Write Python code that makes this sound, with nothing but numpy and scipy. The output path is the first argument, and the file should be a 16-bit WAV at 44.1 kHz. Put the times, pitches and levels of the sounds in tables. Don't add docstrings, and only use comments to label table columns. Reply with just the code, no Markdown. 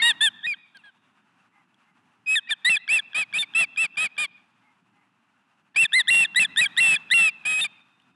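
import sys
import numpy as np
from scipy import signal
from scipy.fft import rfft, irfft, next_fast_len
from scipy.io import wavfile
from scipy.ndimage import map_coordinates

SR = 44100
rng = np.random.default_rng(int(sys.argv[2]) if len(sys.argv) > 2 else 0)


def log_audio(samples):
    frames = np.atleast_2d(samples).T
    limited = np.clip(frames, -1, 1)
    pcm = np.round(limited * 32767).astype(np.int16)
    wavfile.write(sys.argv[1], SR, pcm)


def rack_gain(trim_db):
    fader = np.asarray(trim_db, float)
    return 10 ** (fader / 20)


N = 359415


def unit(x):
    return x / np.sqrt(np.mean(x ** 2) + 1e-20)


def along(points, hz):
    point_hz, value = np.transpose(points)
    return np.interp(np.log(hz + 1), np.log(point_hz + 1), value)


def coloured(x, spectrum):
    m = next_fast_len(x.shape[-1] + 8192)
    gain = rack_gain(along(spectrum, np.fft.rfftfreq(m, 1 / SR)))
    return irfft(rfft(x, m) * gain, m)[..., :x.shape[-1]]


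def noise(spectrum):
    return unit(coloured(rng.standard_normal(N), spectrum))


def wobble(rate):
    knots = rng.standard_normal(int(N * rate / SR) + 4)
    return map_coordinates(knots, [np.arange(N) * rate / SR])


def add(track, s, piece):
    room = track[round(s * SR):][:len(piece)]
    room += piece[:len(room)]


BREAKS_UP_S = [.466, 2.695, 3.386, 6.104, 6.395, 6.611, 6.802, 7.138, 7.612]
BREAKS_DOWN_S = [.539, 2.355, 2.508, 2.764, 2.989, 3.426, 5.85, 6.247, 6.445, 6.656, 6.96, 7.643]
# pitch_ratio, level_db, loss_db per kHz of slack, upward_bend (share of pitch) before a break up
REGISTERS = [
    (1, 0.5, 4.5, .015),
    (1.335, 0, 15.5, .11),
    (1.94, -0.1, 4, 0),
]
# doubling_db, quarter_lines_db under doubling, rasp_db, bright_db
REGISTER_VOICE = [
    (-11, -21.5, -11.5, -2),
    (2, -10.5, 1, -1.5),
    (-1.5, -7, -6.8, 5.5),
]
SOFT_STARTS_S = [.43, 2.26, 2.49]
HIGH_FROM_HZ = 2000
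RISE_POWER, SAG_SETS_IN_S, FALL_S = 1.7, .02, .017
END_HZ, END_FOLLOWS = 1573.4, .4
HELD_END_HZ_PER_S = 700
ATTACK_DB, ATTACK_S, SOFT_ATTACK_S = 25.5, .0017, .011
RELEASE_DB, RELEASE_S = 23.5, .005
UP_DIP_DB, DOWN_DIP_DB, DIP_S = 3.5, 9, .0035
SLIP, BEND_S = .035, .0062
TOP_BREAK = .27
LATE_BREAK_S, EARLY_DIP = .027, .15


def chirp(start, top, end, top_hz, db, first_hz, sag_hz_per_s):
    i = np.arange(round(start * SR), round(end * SR))
    t = i / SR
    ups = [s for s in BREAKS_UP_S if start < s < end]
    downs = [s for s in BREAKS_DOWN_S if start < s < end]
    register = (first_hz > HIGH_FROM_HZ) + np.searchsorted(ups, t) - np.searchsorted(downs, t)
    ratio, level_db, effort_db, push = np.transpose(REGISTERS)[:, register]

    to_climb = np.clip((top - t) / (top - start + 1e-4), 0, 1)
    rise = (top_hz - first_hz / ratio[0]) * to_climb ** RISE_POWER
    after = np.maximum(t - top, 0)
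    sag = sag_hz_per_s * after ** 2 / (after + SAG_SETS_IN_S)
    drop_hz = top_hz - END_HZ - END_FOLLOWS * (top_hz - 2000) - sag[-1]
    drop_hz -= HELD_END_HZ_PER_S * (end - top) * register[-1]
    early = np.exp((top - end) / FALL_S)
    fall = np.maximum(np.exp((t - end) / FALL_S) - early, 0) / (1 - early)
    slack = rise + sag + drop_hz * fall
    hz = (top_hz - slack) * ratio

    soft = np.abs(start - np.array(SOFT_STARTS_S)).min() < .01
    attack_s = SOFT_ATTACK_S if soft else ATTACK_S
    level_db = level_db + db - effort_db * slack / 1000
    level_db -= ATTACK_DB * np.exp((start - t) / attack_s) * (start > .01)
    level_db -= RELEASE_DB * np.exp((t - end) / RELEASE_S)

    share = TOP_BREAK if register.max() > 1 else 1
    for dip_db, bend, breaks in ((UP_DIP_DB, push, ups), (DOWN_DIP_DB, -share * SLIP, downs)):
        for s in breaks:
            early_break = s in downs and end - s > LATE_BREAK_S
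            depth = share * (EARLY_DIP if early_break else 1)
            level_db -= depth * dip_db * np.exp(-((t - s) / DIP_S) ** 2)
            hz *= 1 + bend * (t < s) * np.exp(-np.abs(t - s) / BEND_S)
    to_edge = np.abs(t[:, None] - [start, end, *ups, *downs]).min(axis=1)
    return i, hz, level_db, to_edge, np.transpose(REGISTER_VOICE)[:, register]


# start_s, top_s, end_s, top_hz (as low-register pitch),
# level_db
CHIRPS = [
    (0, 0.013, .023, 1650, -23.5),
    (0.017, 0.082, .124, 1905, -17),
    (0.206, 0.243, .292, 1811, -17.5),
    (0.428, 0.458, .549, 1892, -24.5),
    (0.745, 0.757, .786, 1625, -49),
    (0.785, .792, .83, 2080, -58.5),
    (0.835, 0.85, .907, 1660, -50.5),
          (2.26, 2.343, 2.398, 1925, -20), (2.47, 2.491, 2.488, 2020, -39.5),
                (2.486, 2.512, 2.542, 1810, -20), (2.646, 2.698, 2.781, 2035, -17.5),
                (2.885, 2.942, 3.006, 2030, -18), (3.144, 3.195, 3.243, 1941, -22),
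                (3.334, 3.376, 3.447, 1890, -23), (3.547, 3.595, 3.654, 2030, -18),
                (3.771, 3.816, 3.868, 2013, -20), (3.969, 4.033, 4.077, 1927, -22),
                (4.177, 4.219, 4.264, 1842, -23.5),
          (5.744, 5.755, 5.761, 1857, -43),
    (5.758, 5.814, 5.867, 2047, -15.5),
    (5.929, 5.97, 6.022, 2094, -16.5),
    (6.078, 6.107, 6.263, 2059, -16.5),
    (6.357, 6.395, 6.463, 2030, -16.5),
    (6.569, 6.61, 6.674, 1947, -17),
    (6.772, 6.802, 6.974, 2042, -16.5),
    (7.109, 7.138, 7.302, 2067, -15.5),
    (7.45, 7.482, 7.672, 1898, -23),
]
ARCHES = CHIRPS
# first_hz, sag_hz_per_s, doubling_db, rasp_db, bright_db
CHIRP_VOICES = [(2030, 1000, -26.5, -26, -50), (1808, 6100, -3.5, -9.5, -17), (1665, 8900, -11.5, -19, -14),
                (1556, 1800, -33, -29, -29), (1650, 830, -5, -3, -30), (2790, 8000, -15, -9, -24),
                (1709, 380, -16, -3.5, -33),
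                (2490, 7300, -27.5, -27.5, -16.5), (1750, 900, -6, -9.5, -44),
                (2380, 4000, -24.5, -18, -17), (1794, 3500, -25.5, -17, -15.5),
                (2180, 5500, -26.5, -20.5, -15), (2336, 3000, -16.5, -16.5, -19),
                (2250, 900, -19.5, -15.5, -17.5), (2535, 2500, -14, -18.5, -16.5),
                (2370, 4400, -17, -19.5, -16), (2340, 3200, -13.5, -10, -17.5), (2350, 1700, -14, -12, -17),
                (1660, 1000, -23.5, -7, -40), (2280, 3000, -29.5, -23, -14), (1660, 6600, -31.5, -25, -15),
               (1660, 41, -35, -21.5, -14.5), (1830, 3000, -32.5, -22, -12), (1711, 7400, -21, -21, -12.5),
               (1730, 800, -25.5, -17, -14.5), (1719, 970, -18, -19.5, -15), (2350, 60, -17.5, -17, -15.5)]
VOICES = CHIRP_VOICES
# pitch_hz, level_db
OCTAVE = [(1550, 6.5), (1780, 4), (1900, -1.4), (2060, -11.5), (2400, -17.5), (2560, -27.5), (2750, -31),
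          (3600, -22.5)]
# freq_hz, level_db
OVERTONES = [(4500, -16), (5500, -20.5), (6500, -19.5), (7300, -1), (8200, -1), (9500, -1.5), (11000, -4.5),
             (11800, -28.5), (12300, -69)]
# freq_hz, level_db
THROAT = [(60, -42.5), (170, 4.5), (420, -20.5), (800, -13), (1400, -10), (1850, -3.5), (2400, 1),
          (3300, 3), (4000, -15), (5000, -26.5), (6600, -45.5)]
# freq_hz, level_db
BEAK = [(5000, -39.5), (6600, -21), (7900, 4), (10700, -5), (11700, -23.5), (12300, -58.5)]
# freq_hz, level_db
FLUTTER = [(150, -15.5), (500, -11), (780, 2), (1150, -16.5), (2500, -25.5), (5000, -51.5)]
FAINT_DB, OCTAVE_FADES = -18.5, .47
RASP_GROWS_DB, RASP_LIMIT_DB = .5, -13


def osprey(jitter=.002, edge_s=.0007, strain=1.5, beak_db=6, breath_db=-5):
    out = np.zeros(N)
    gusts = rack_gain(2 * wobble(45))
    breath, hiss, flutter = [noise(colour) * gusts for colour in (THROAT, BEAK, FLUTTER)]
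    unsteady, doubling, patchy_db = wobble(400), wobble(35), 3.3 * wobble(30)
    for arch, (first_hz, sag, half_db, rasp_db, bright_db) in zip(ARCHES, VOICES):
        i, hz, level_db, to_edge, register_voice = chirp(*arch, first_hz, sag)
        more_half_db, under_db, more_rasp_db, more_bright_db = register_voice
        half_db = half_db + more_half_db
        quarter_db = half_db + under_db
        octave_db = along(OCTAVE, hz) + OCTAVE_FADES * min(arch[-1] - FAINT_DB, 0)
        rasp_db = rasp_db + more_rasp_db + RASP_GROWS_DB * np.linspace(-1, 1, len(i)) + patchy_db[i]
        rasp = rack_gain(np.minimum(rasp_db, RASP_LIMIT_DB))
        shake = rasp * flutter[i]
        shine_db = bright_db + more_bright_db + strain * (level_db - level_db.max())

        phase = 2 * np.pi * np.cumsum(hz * (1 + jitter * unsteady[i])) / SR
        octave = rack_gain(octave_db)
        tone = np.sin(phase) + octave * np.sin(2 * phase + 1 + 1.7 * shake)
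        tone /= np.hypot(1, octave)
        for k in range(3, 8):
            tone += rack_gain(shine_db + along(OVERTONES, k * hz)) * np.sin(k * phase + k * k + shake)

        phase += shake
        tone += shake * (np.cos(phase) + .15)
        swing_db = 3.2 * doubling[i]
        tone /= np.hypot(1, 1.4 * rack_gain(half_db + swing_db))
        for q in range(1, 28):
            if q % 4 == 0:
                continue
            line_hz = q / 4 * hz
            gain = rack_gain(along(THROAT, line_hz)) + rack_gain(along(BEAK, line_hz) + shine_db + beak_db)
            gain *= rack_gain((quarter_db if q % 2 else half_db) + swing_db)
            tone += gain * np.sin(q / 4 * phase + q * q)

        air = rasp * (rack_gain(breath_db) * breath[i] + rack_gain(shine_db + 13) * hiss[i])
        fade = np.clip(to_edge / edge_s, 0, 1)
        out[i] += fade * rack_gain(level_db) * (np.sqrt(2) * tone + air)
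    return out


# delay_s, level_db
WALLS = [
    (0.063, -31.5),
    (.118, -28),
    (.148, -44.5),
]
# freq_hz, t60_s
TREES = [(500, 0.34), (2500, 1.4), (5000, 2.6), (10000, 0.14)]
# freq_hz, gain_db
DISTANCE = [(300, 7), (2000, -3.5), (4500, -7), (6500, -16), (12000, -48)]


def echoes(x, trees_db=-35, blur_s=.04):
    hz, t, z = signal.stft(rng.standard_normal(SR), SR, nperseg=256)
    decay = rack_gain(-60 * t / along(TREES, hz)[:, None])
    tail = signal.istft(z * decay, SR, nperseg=256)[1][:SR]
    answer = rack_gain(trees_db) * tail / np.linalg.norm(tail)
    t = np.arange(SR // 10) / SR
    for delay, db in WALLS:
        scatter = rng.standard_normal(len(t)) * np.exp(-t / blur_s)
        add(answer, delay, rack_gain(db) * scatter / np.linalg.norm(scatter))
    return coloured(signal.fftconvolve(x, answer)[:N], DISTANCE)


# time_s, level_db
VALLEY = [(0, -56.5), (.65, -73.5), (2.9, -71.5), (3.4, -65.5), (4.2, -72), (5.8, -75), (6.15, -62),
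          (6.75, -63), (7.0, -64), (8.15, -74)]
# freq_hz, density_db (per Hz)
DRONE = [(60, -40.5), (113, -7), (146, -9.5), (180, -2.5), (260, -4), (420, -18.5), (600, -47.5)]
# freq_hz, density_db (per Hz)
AIR = [(300, -21), (430, -16), (650, -7), (850, 0.5), (1450, 0), (2200, -8.5), (2700, -3), (3300, -14),
       (4600, -21.5), (8000, -25), (12000, -32.5)]
# centre_s, half_width_s, level_db
HUMS = [
    (3.4, .25, -83),
    (6.5, 0.24, -55.5),
]
DRONE_DB, DRONE_GROWS, AIR_DB = 1.5, 1.1, 4.5


def valley():
    t = np.arange(N) / SR
    loud_db = np.interp(t, *np.transpose(VALLEY))
    mean_db = loud_db.mean()
    drone_db = mean_db + DRONE_DB + DRONE_GROWS * (loud_db - mean_db)
    drone = noise(DRONE) * rack_gain(drone_db + 1.5 * wobble(12))
    air = noise(AIR) * rack_gain(loud_db + AIR_DB + 1.9 * wobble(30))
    passing = sum(rack_gain(db) * np.exp(-((t - s) / half) ** 4) for s, half, db in HUMS)
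    hum = np.sin(2 * np.pi * 177 * t + .8 * wobble(15)) * passing * rack_gain(2 * wobble(14))
    return drone + air + hum


def jolts(below_db=-23):
    out, t = np.zeros(N), np.arange(SR // 10) / SR
    ring = np.sin(2 * np.pi * 172 * t) * rack_gain(-60 * t / .07)
    ring += 1.5 * np.sin(2 * np.pi * 620 * t) * rack_gain(-60 * t / .02)
    for start, top, end, top_hz, db in ARCHES:
        for s in BREAKS_UP_S:
            if start < s < end:
                add(out, s, rack_gain(db + below_db) * ring)
    return out


# time_s, peak_db, pitch_hz
TWIGS = [
    (0.771, -42.5, 4400),
    (1.744, -54.5, 3300),
    (7.885, -59, 3300),
    (8.0, -51, 2990),
    (8.02, -57, 3500),
]


def twigs():
    out, t = np.zeros(N), np.arange(SR // 50) / SR
    for s, db, hz in TWIGS:
        ping = np.sin(2 * np.pi * hz * t) + .18 * rng.standard_normal(len(t))
        add(out, s, rack_gain(db - 60 * t / .015) * ping)
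    return out


# start_s, length_s, pitch_hz, level_db
CAWS = [
    (1.5, 0.15, 418, -64.5),
    (1.83, 0.13, 420, -69.5),
    (4.61, 0.13, 426, -64),
    (4.92, 0.15, 409, -68.5),
    (7.72, 0.067, 425, -65.5),
]
# freq_hz, level_db
CROW = [(400, -37), (860, 9), (1300, 2), (1700, -6), (2150, 10.5), (2700, -18), (3500, -22)]


def crow():
    out = np.zeros(N)
    for s, length, hz, db in CAWS:
        u = np.linspace(0, 1, round(length * SR))
        bend = 1 - .25 * (u - .5) ** 2 + .03 * wobble(60)[:len(u)]
        phase = 2 * np.pi * np.cumsum(hz * bend) / SR
        stack = sum(np.cos(k * phase) for k in range(1, 9))
        hoarse = stack * (1 + 1.6 * rng.standard_normal(len(u)))
        add(out, s, rack_gain(db) * unit(coloured(hoarse, CROW)) * np.sin(np.pi * u))
    return out


# time_s, peak_db
CLICKS = [(2.878, -22), (3.132, -33), (3.327, -30.5), (3.537, -33), (3.761, -31.5), (3.957, -41),
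          (4.167, -35.5), (5.922, -26), (6.073, -23.5), (6.347, -24), (6.561, -19), (6.766, -20.5),
          (7.102, -23.5), (7.439, -47)]
# freq_hz, level_db, t60_s
CLICK_MODES = [
    (1640, -2, 0.022),
    (3300, 2.5, 0.013),
    (5380, -15.5, 0.0062),
]


def clicks():
    out, t = np.zeros(N), np.arange(SR // 30) / SR
    onset = (1 - np.exp(-t / .00063)) ** 2
    for s, db in CLICKS:
        ring = np.zeros(len(t))
        for hz, mode_db, t60 in CLICK_MODES:
            ring += rack_gain(mode_db + rng.normal(0, 2.4) - 60 * t / t60) * np.sin(2 * np.pi * hz * t)
        add(out, s, rack_gain(db + 2) * ring * onset)
    return out


def scene():
    bird = osprey() + clicks()
    mono = bird + echoes(bird) + jolts() + twigs() + crow() + valley()
    return np.array([mono, mono])


def band_limit(x):
    return signal.sosfilt(signal.butter(12, 12190, fs=SR, output="sos"), x)


def record(dry, top=.36, knee=4):
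    rounded = dry / (1 + np.abs(dry / top) ** knee) ** (1 / knee)
    return band_limit(coloured(rounded, [(25, -31), (80, -0.5), (11600, 0.5), (12100, -43)]))


dry = scene()
out = record(dry)
log_audio(out)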